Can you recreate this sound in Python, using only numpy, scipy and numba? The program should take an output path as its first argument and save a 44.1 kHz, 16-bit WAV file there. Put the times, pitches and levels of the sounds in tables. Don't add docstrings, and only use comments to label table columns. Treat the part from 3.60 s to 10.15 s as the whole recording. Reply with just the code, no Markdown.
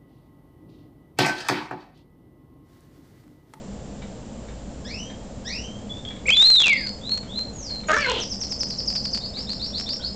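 import sys
import numpy as np
from scipy import signal
from scipy.fft import rfft, irfft
from scipy.io import wavfile
from scipy.ndimage import uniform_filter1d
from numba import njit

SR = 44100
rng = np.random.default_rng(int(sys.argv[2]) if len(sys.argv) > 2 else 0)


def voltage_ratio(decibels):
    exponent = np.asarray(decibels, float) / 20
    return 10 ** exponent


def digitize_waveform(pressure):
    field = np.atleast_2d(pressure).T
    bounded = np.clip(field, -1, 1)
    quanta = np.round(bounded * 32767).astype(np.int16)
    wavfile.write(sys.argv[1], SR, quanta)


N = 288855
TIME = np.arange(N) / SR


def level(x, db):
    return x * voltage_ratio(db) / np.sqrt(np.mean(x ** 2))


@njit
def bandpass(x, hz, width):
    y, band, low = np.empty(len(x)), 0., 0.
    for i in range(len(x)):
        g, k = np.tan(np.pi * hz[i] / SR), width / hz[i]
        v = (band + g * (x[i] - low)) / (1 + g * (g + k))
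        band, low, y[i] = 2 * v - band, low + 2 * g * v, k * v
    return y


@njit
def follow(x, attack, release):
    y, envelope = np.empty(len(x)), 1e-4
    for i in range(len(x)):
        gap = abs(x[i]) - envelope
        envelope += gap * (attack if gap > 0 else release)
        y[i] = envelope
    return y


def walk(rate):
    hold = int(SR / rate)
    steps = np.repeat(rng.standard_normal(N // hold + 1), hold)
    return 1.2 * uniform_filter1d(uniform_filter1d(steps, hold), hold)[:N]


def gate(start, end, edge):
    return np.clip(np.minimum(TIME - start, end - TIME) / edge, 0, 1)


# (frequency [Hz], relative density [dB per Hz])
ROOM_SHAPE = [(12, -38.5), (20, -8), (59, -8.5), (138, -5.5), (168, -10), (206, -2), (366, -16.5),
              (520, -11.5), (1320, -30.5), (2460, -35), (3160, -33), (3680, -35), (6550, -35), (7420, -30),
              (8000, -30), (10400, -71), (17600, -120)]
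ROOM_DB = -38
# (centre [Hz], filter width [Hz], rms level [dB])
HUMS = [(56.26, 7.1, -44), (199.4, 6.7, -45.5), (519.6, 14, -62)]


def room_tone():
    f = np.fft.rfftfreq(N, 1 / SR) + 1
    hz, db = np.transpose(ROOM_SHAPE)
    shape = voltage_ratio(np.interp(np.log(f), np.log(hz), db))
    out = level(irfft(rfft(rng.standard_normal(N)) * shape, N), ROOM_DB)
    for hz, width, db in HUMS:
        out += level(bandpass(rng.standard_normal(N), hz * np.ones(N), float(width)), db)
    return out


# (time [s], length [s], frequency [Hz], peak level [dB])
BLIPS = [(2.45, .004, 3392, -25), (2.662, 0.046, 516, -34), (2.667, 0.017, 7430, -25),
         (6.392, 0.015, 1487, -42), (6.437, 0.0085, 1473, -39.5)]


def blips():
    out = np.zeros(N)
    for start, length, hz, db in BLIPS:
        out += voltage_ratio(db) * gate(start, start + length, length / 2) * np.sin(2 * np.pi * hz * TIME)
    return out


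# (time [s], blow level [dB])
KNOCKS = [(.42, -42), (.885, -45.5), (1.5, -42.5), (2.45, -51), (2.505, -40.5), (2.565, -44.5),
          (3.63, -43.5), (4.1, -44), (4.235, -43), (5.77, -44)]
# (frequency [Hz], relative level [dB], 60 dB decay time [s])
CAGE_BARS = [(1800, -3, .008), (2250, 0, .008), (3000, -6, .006), (3700, -2, .008)]


def cage_knocks():
    blows, size = np.zeros(N), 900
    for s, db in KNOCKS:
        start = int(s * SR)
        blows[start:start + size] += voltage_ratio(db) * rng.standard_normal(size) * np.exp(-np.arange(size) / 400)
    t = TIME[:SR // 8]
    ring = sum(voltage_ratio(db) * np.sin(2 * np.pi * hz * t) * np.exp(-np.log(1000) * t / t60)
               for hz, db, t60 in CAGE_BARS)
    ring /= np.sqrt(np.sum(ring ** 2))
    return signal.fftconvolve(blows, ring)[:N] + 0.23 * blows


def whistles(notes, edge, flutter_db, overtones_db, top_hz, waver):
    out, shake = np.zeros(N), 1 + waver * walk(200)
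    for note in notes:
        s, hz, db = np.transpose(note)
        on = slice(int(s[0] * SR), int(s[-1] * SR))
        hz, db = (uniform_filter1d(np.interp(TIME[on], s, curve), size=300) for curve in (hz, db))
        phase = 2 * np.pi * np.cumsum(hz * shake[on]) / SR
        tone = np.sin(phase)
        for multiple, over_db in overtones_db:
            tone += voltage_ratio(over_db) * np.sin(multiple * phase) / (1 + (multiple * hz / top_hz) ** 40)
        out[on] += np.sqrt(2) * voltage_ratio(db) * tone * gate(s[0], s[-1], edge)[on]
    return out * voltage_ratio(flutter_db * walk(150))


def sweeps(rows, rule):
    delay, slowing, place, start_db, end_db = rule
    u = np.linspace(0, 1, num=24)
    way = 1 - (1 - u ** delay) ** slowing
    swell_db = np.interp(u, [0, place, 1], [start_db, 0, end_db])
    return [np.transpose([s + length * u, first_hz + (last_hz - first_hz) * way, db + swell_db])
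            for s, length, first_hz, last_hz, db in rows]


def trill(notes, rule, flutter_db, waver):
    length, slowing, width_hz, rest_db = rule
    u = np.linspace(0, 1, int(length * SR))
    fade = np.clip(np.minimum(u / 0.04, (1 - u) / 0.12), 0, 1)
    out, shake = np.zeros(N), 1 + waver * walk(250)
    for s, first_hz, last_hz, accent_hz, db in notes:
        on = slice(int(s * SR), int(s * SR) + len(u))
        hz = last_hz + (first_hz - last_hz) * (1 - u) ** slowing
        swell = voltage_ratio(rest_db) + np.exp(-((hz - accent_hz) / width_hz) ** 2)
        phase = 2 * np.pi * np.cumsum(hz * shake[on]) / SR
        out[on] += np.sqrt(2) * voltage_ratio(db) * swell * fade * np.sin(phase)
    return out * voltage_ratio(flutter_db * walk(140))


# (delay [exponent], slowing [exponent], turning place of the swell [share of length],
# start level [dB re reference], end level [dB re reference])
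SLOW_RISES = [(1.245, .35, 1572, 3218, -42.5), (1.843, .37, 1527, 3210, -40)]
SLOW_RISE_RULE = (1.12, 3.5, 0.43, -3.5, -15)
PEEPS = [(2.293, 0.13, 3364, 3600, -38.5), (2.46, .13, 3250, 3540, -42)]
PEEP_RULE = (0.75, 1.5, 0.2, 3.5, -20)
QUICK_RISES = [(3.41, .17, 3320, 4350, -25), (3.675, .18, 3110, 4220, -25.5)]
QUICK_RISE_RULE = (1.05, 2.6, .6, -22, -24)
FALLS = [(3.93, 0.28, 6720, 4154, -34.5), (4.268, .27, 6760, 4157, -33.5)]
FALL_RULE = (3, 11., 0.8, -7, -12.5)


def far_glides():
    glides = sweeps(SLOW_RISES, SLOW_RISE_RULE) + sweeps(PEEPS, PEEP_RULE)
    glides += sweeps(QUICK_RISES, QUICK_RISE_RULE) + sweeps(FALLS, FALL_RULE)
    return whistles(glides, 0.005, 4.1, [(2, 1.0), (3, 3.5), (4, -2.5)], 6150.0, waver=0.011)


# (time [s], first pitch [Hz], accent level before the mix [dB])
WARBLE = [(3.058, 3730, -37), (3.115, 4240, -36), (3.165, 4170, -31), (3.215, 4120, -31.5),
          (3.264, 4143, -31)]
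# (length [s], slowing [exponent], accent width [Hz], level away from the accent [dB])
WARBLE_RULE = (.05, 3.4, 220, -5)


def warble():
    top_hz, accent_hz = 4980, 4420
    notes = [(s, hz, top_hz, accent_hz, db) for s, hz, db in WARBLE]
    return trill(notes, WARBLE_RULE, 3.0, waver=0.01)


# (time [s], last pitch [Hz], accent level before the mix [dB])
DOWN = [(4.6, 4575, -25), (4.692, 4500, -26), (4.799, 4064, -24), (4.895, 4145, -23.5),
        (4.987, 4100, -22.5), (5.083, 3976, -26), (5.166, 4126, -24.5), (5.256, 4194, -24.5),
        (5.335, 4080, -23.5), (5.424, 4160, -25.5), (5.508, 4177, -25)]
# (top [Hz], accent [Hz])
DOWN_HZ = (6670, 5450)
# (length [s], slowing [exponent], accent width [Hz], level away from the accent [dB])
DOWN_RULE = (.047, 1.2, 480, -13)


def falling_trill():
    top_sink, accent_sink = 350, 780
    notes = []
    for s, last_hz, db in DOWN:
        since = s - DOWN[0][0]
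        notes.append((s, DOWN_HZ[0] - top_sink * since, last_hz, DOWN_HZ[1] - accent_sink * since, db))
    return trill(notes, DOWN_RULE, 2.15, waver=0.015)


# (time [s], first pitch [Hz], last pitch [Hz], accent level before the mix [dB])
UP = [(5.606, 3537, 5310, -33.5), (5.735, 3435, 5390, -31), (5.867, 3367, 5500, -31.5),
      (5.994, 3420, 5595, -27.5), (6.127, 3370, 5550, -27.5), (6.258, 3244, 5630, -27),
      (6.401, 3043, 5305, -29)]
# (length [s], slowing [exponent], accent width [Hz], level away from the accent [dB])
UP_RULE = (.1, 1.66, 451, -7)


def rising_trill():
    accent_hz = 4456
    notes = [(s, first_hz, last_hz, accent_hz, db) for s, first_hz, last_hz, db in UP]
    return trill(notes, UP_RULE, 3.35, waver=0.016)


# (centre [Hz], width [Hz], added level [dB])
CORNER = [(3600, 60, -13), (4710, 510, -6.5), (5146, 160, -9), (5500, 120, -17)]


def far_song():
    song = far_glides() + warble() + falling_trill() + rising_trill()
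    return song + sum(voltage_ratio(db) * bandpass(song, hz * np.ones(N), float(width)) for hz, width, db in CORNER)


# (time [s], pitch [Hz], voice level [dB], beak resonance [Hz], rasp level [dB])
SQUAWK = [(4.283, 310.8, -29.5, 1400, -34), (4.295, 313, -24, 1340, -36), (4.319, 308.7, -19, 1310, -41),
          (4.327, 407, -20, 1380, -36), (4.347, 456.5, -20, 1585, -44), (4.364, 444, -22, 1450, -45),
          (4.369, 553, -18, 1405, -50), (4.395, 590, -28, 1950, -36), (4.425, 581, -28, 2030, -35.5),
          (4.457, 521.5, -23.5, 1980, -38), (4.475, 499.2, -32, 1090, -31.5), (4.506, 503, -31, 1000, -27),
          (4.531, 439, -37.5, 700, -29), (4.569, 398.4, -43, 693, -28), (4.609, 365, -45.5, 686, -32),
          (4.665, 385, -82, 700, -48)]


def squawk():
    s, *columns = np.transpose(SQUAWK)
    hz, voice_db, mouth_hz, rasp_db = (np.interp(TIME, s, column) for column in columns)
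    low = hz < 350
    rough = np.clip(voltage_ratio(rasp_db - voice_db), 0.4, 5) + 0.5 * low
    cycle = np.floor(np.cumsum(hz * (1 + 0.036 * rough * walk(200))) / SR)
    pulses = np.diff(cycle, prepend=0) * voltage_ratio(4.0 * walk(300))
    puffs = uniform_filter1d(pulses, size=30) * np.sqrt(30)
    pulses += 0.16 * puffs * rng.standard_normal(N)

    beak_width = 588.0
    beak = bandpass(bandpass(pulses, mouth_hz, beak_width), mouth_hz, beak_width)
    throat_hz = hz * (1 + low)
    throat = bandpass(bandpass(pulses, throat_hz, 340.0), throat_hz, 500.0)
    throat_db = np.maximum(-20 * np.log2(mouth_hz / 967), -15.5) + 8 * low
    upper = bandpass(pulses, 3050.0 * np.ones(N), 1300.0)
    voice = level(beak, 0) + voltage_ratio(throat_db) * level(throat, 0) + level(upper, -17.5)

    climb_s = 4.45
    rasp_hz = 2690 + 3500 * np.clip(TIME - climb_s, 0, s[-1] - climb_s)
    rasp = bandpass(bandpass(rng.standard_normal(N), rasp_hz, 900.0), rasp_hz, 1300.0)
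    return gate(s[0], s[-1], 0.0036) * (voltage_ratio(voice_db) * voice + voltage_ratio(rasp_db) * level(rasp, 0))


# (time [s], length [s], first pitch [Hz], last pitch [Hz], reference level before the mix [dB])
STEPS = [(2.655, 0.03, 2070, 2730, -26), (2.683, 0.024, 2217, 2550, -10.5),
         (2.707, 0.042, 3026, 3390, -11.5), (2.749, 0.021, 3930, 4040, -18.5)]
# (delay [exponent], slowing [exponent], turning place of the swell [share of length],
# start level [dB re reference], end level [dB re reference])
STEP_RULE = (1.23, 1.4, 1.7, -6.5, 5)
# (time [s], pitch [Hz], level before the mix [dB])
ARC = [
    [(2.768, 3510, -13), (2.79, 3534, -11), (2.815, 3662, -0.5), (2.86, 4162, -1), (2.9, 4211, -2),
     (2.95, 3970, -2), (3.0, 3486, -5), (3.032, 3196, -13)],
    [(3.036, 2858, -10), (3.08, 2430, -16.5), (3.142, 2083, -15), (3.15, 2040, -33), (3.29, 1415, -58.5)],
]


def loud_arc():
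    steps = whistles(sweeps(STEPS, STEP_RULE), 0.002, 2.9, [(1.4, -26), (2, -27)], 6000., waver=0.025)
    return steps + whistles(ARC, 0.00033, 0.32, [(1.5, -44.5), (2, -30)], 9500., waver=0.0024)


def echo(x, t60, build_s):
    t = TIME[:SR // 2]
    tail = rng.standard_normal(len(t)) * np.exp(-np.log(1000) * t / t60) * np.clip(t / build_s, 0, 1)
    return signal.fftconvolve(x, tail / np.sqrt(np.sum(tail ** 2)))[:N]


def scene():
    arc, call, far = loud_arc(), squawk(), far_song()
    small = cage_knocks() + blips()
    to_walls = voltage_ratio(-6.0) * arc + voltage_ratio(-7.0) * call + voltage_ratio(-2.5) * far + voltage_ratio(0.5) * small
    direct = voltage_ratio(1.5) * arc + call + voltage_ratio(-5.5) * far + small
    return (direct + echo(to_walls, 0.31, 0.0042) + room_tone())[None]


ADC_HZ = 16000
# (frequency [Hz], rms level [dB])
WHINE = [(7221, -92.5), (7289, -61), (7357, -68.5), (7424, -88.5), (7886, -76)]


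def electronics_whine(size):
    t = np.arange(size) / ADC_HZ
    return sum(voltage_ratio(db) * np.sqrt(2) * np.sin(2 * np.pi * hz * t) for hz, db in WHINE)


# (time [s], error [dB])
SLIPS = [(2.6916, -9), (2.705, -5), (2.7712, -12.5), (2.8135, -11.5), (2.8222, -11.5), (2.8267, -6.5),
         (2.9027, -7.5), (3.0028, -8), (3.0071, -14), (3.0169, -9.5), (3.0219, -8), (3.0605, -10.5),
         (3.0693, -1.5), (3.082, -3.5), (3.096, -12), (3.1324, -11), (4.3172, -8), (4.3409, -11.5),
         (4.3652, -14), (4.3856, -14), (4.4094, -13.5), (4.4985, -8), (4.5177, -10), (4.6363, -16.5),
         (4.923, -21), (5.0332, -12), (5.3591, -16.5), (5.5758, -16), (5.5484, -16), (5.9333, -19),
         (6.199, -14.5), (6.2119, -16)]


def misread(x):
    size = len(x)
    stumble = (rng.random(size) < 60 / ADC_HZ) * rng.random(size)
    late = np.convolve(stumble, np.ones(3), "same") * (np.roll(x, 1) - x)
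    most = 0.16
    y = x + most * np.tanh(late / most)
    loud = uniform_filter1d(np.abs(x), size=64)
    y += voltage_ratio(-41.0) * loud * rng.standard_normal(size)
    bunch = voltage_ratio(7 * walk(11)[:size])
    slips_per_s = 36
    slips = (rng.random(size) < slips_per_s / ADC_HZ * bunch / np.mean(bunch)) * (loud > voltage_ratio(-30))
    slip_db = 5.5 + 3.5 * rng.standard_normal(size)
    y -= slips * np.sign(x) * np.minimum(loud, voltage_ratio(-29.5)) * voltage_ratio(slip_db)
    s, db = np.transpose(SLIPS)
    at = np.rint(s * ADC_HZ).astype(int)
    y[at] -= np.sign(x[at]) * voltage_ratio(db)
    return np.clip(y, -0.4, 0.4)


def roll_off(x):
    return signal.sosfilt(signal.butter(12, 9200, fs=SR, output="sos"), x)


def record(dry):
    top_db, ratio = -13.5, 4.4
    loud = follow(dry[0], 1 / (0.0022 * SR), 1 / (0.036 * SR))
    x = dry[0] * np.minimum(voltage_ratio(top_db) / loud, 1) ** (1 - 1 / ratio)
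    x = np.clip(x, -0.36, 0.36)
    x = signal.resample_poly(x, 160, 441)
    lopsided, offset = 0.22, -0.0029
    x = x + lopsided * x ** 2 + offset + electronics_whine(len(x))
    mix = signal.resample_poly(misread(x), 441, 160)[:N]
    return roll_off(mix[None])


dry = scene()
out = record(dry)
digitize_waveform(out)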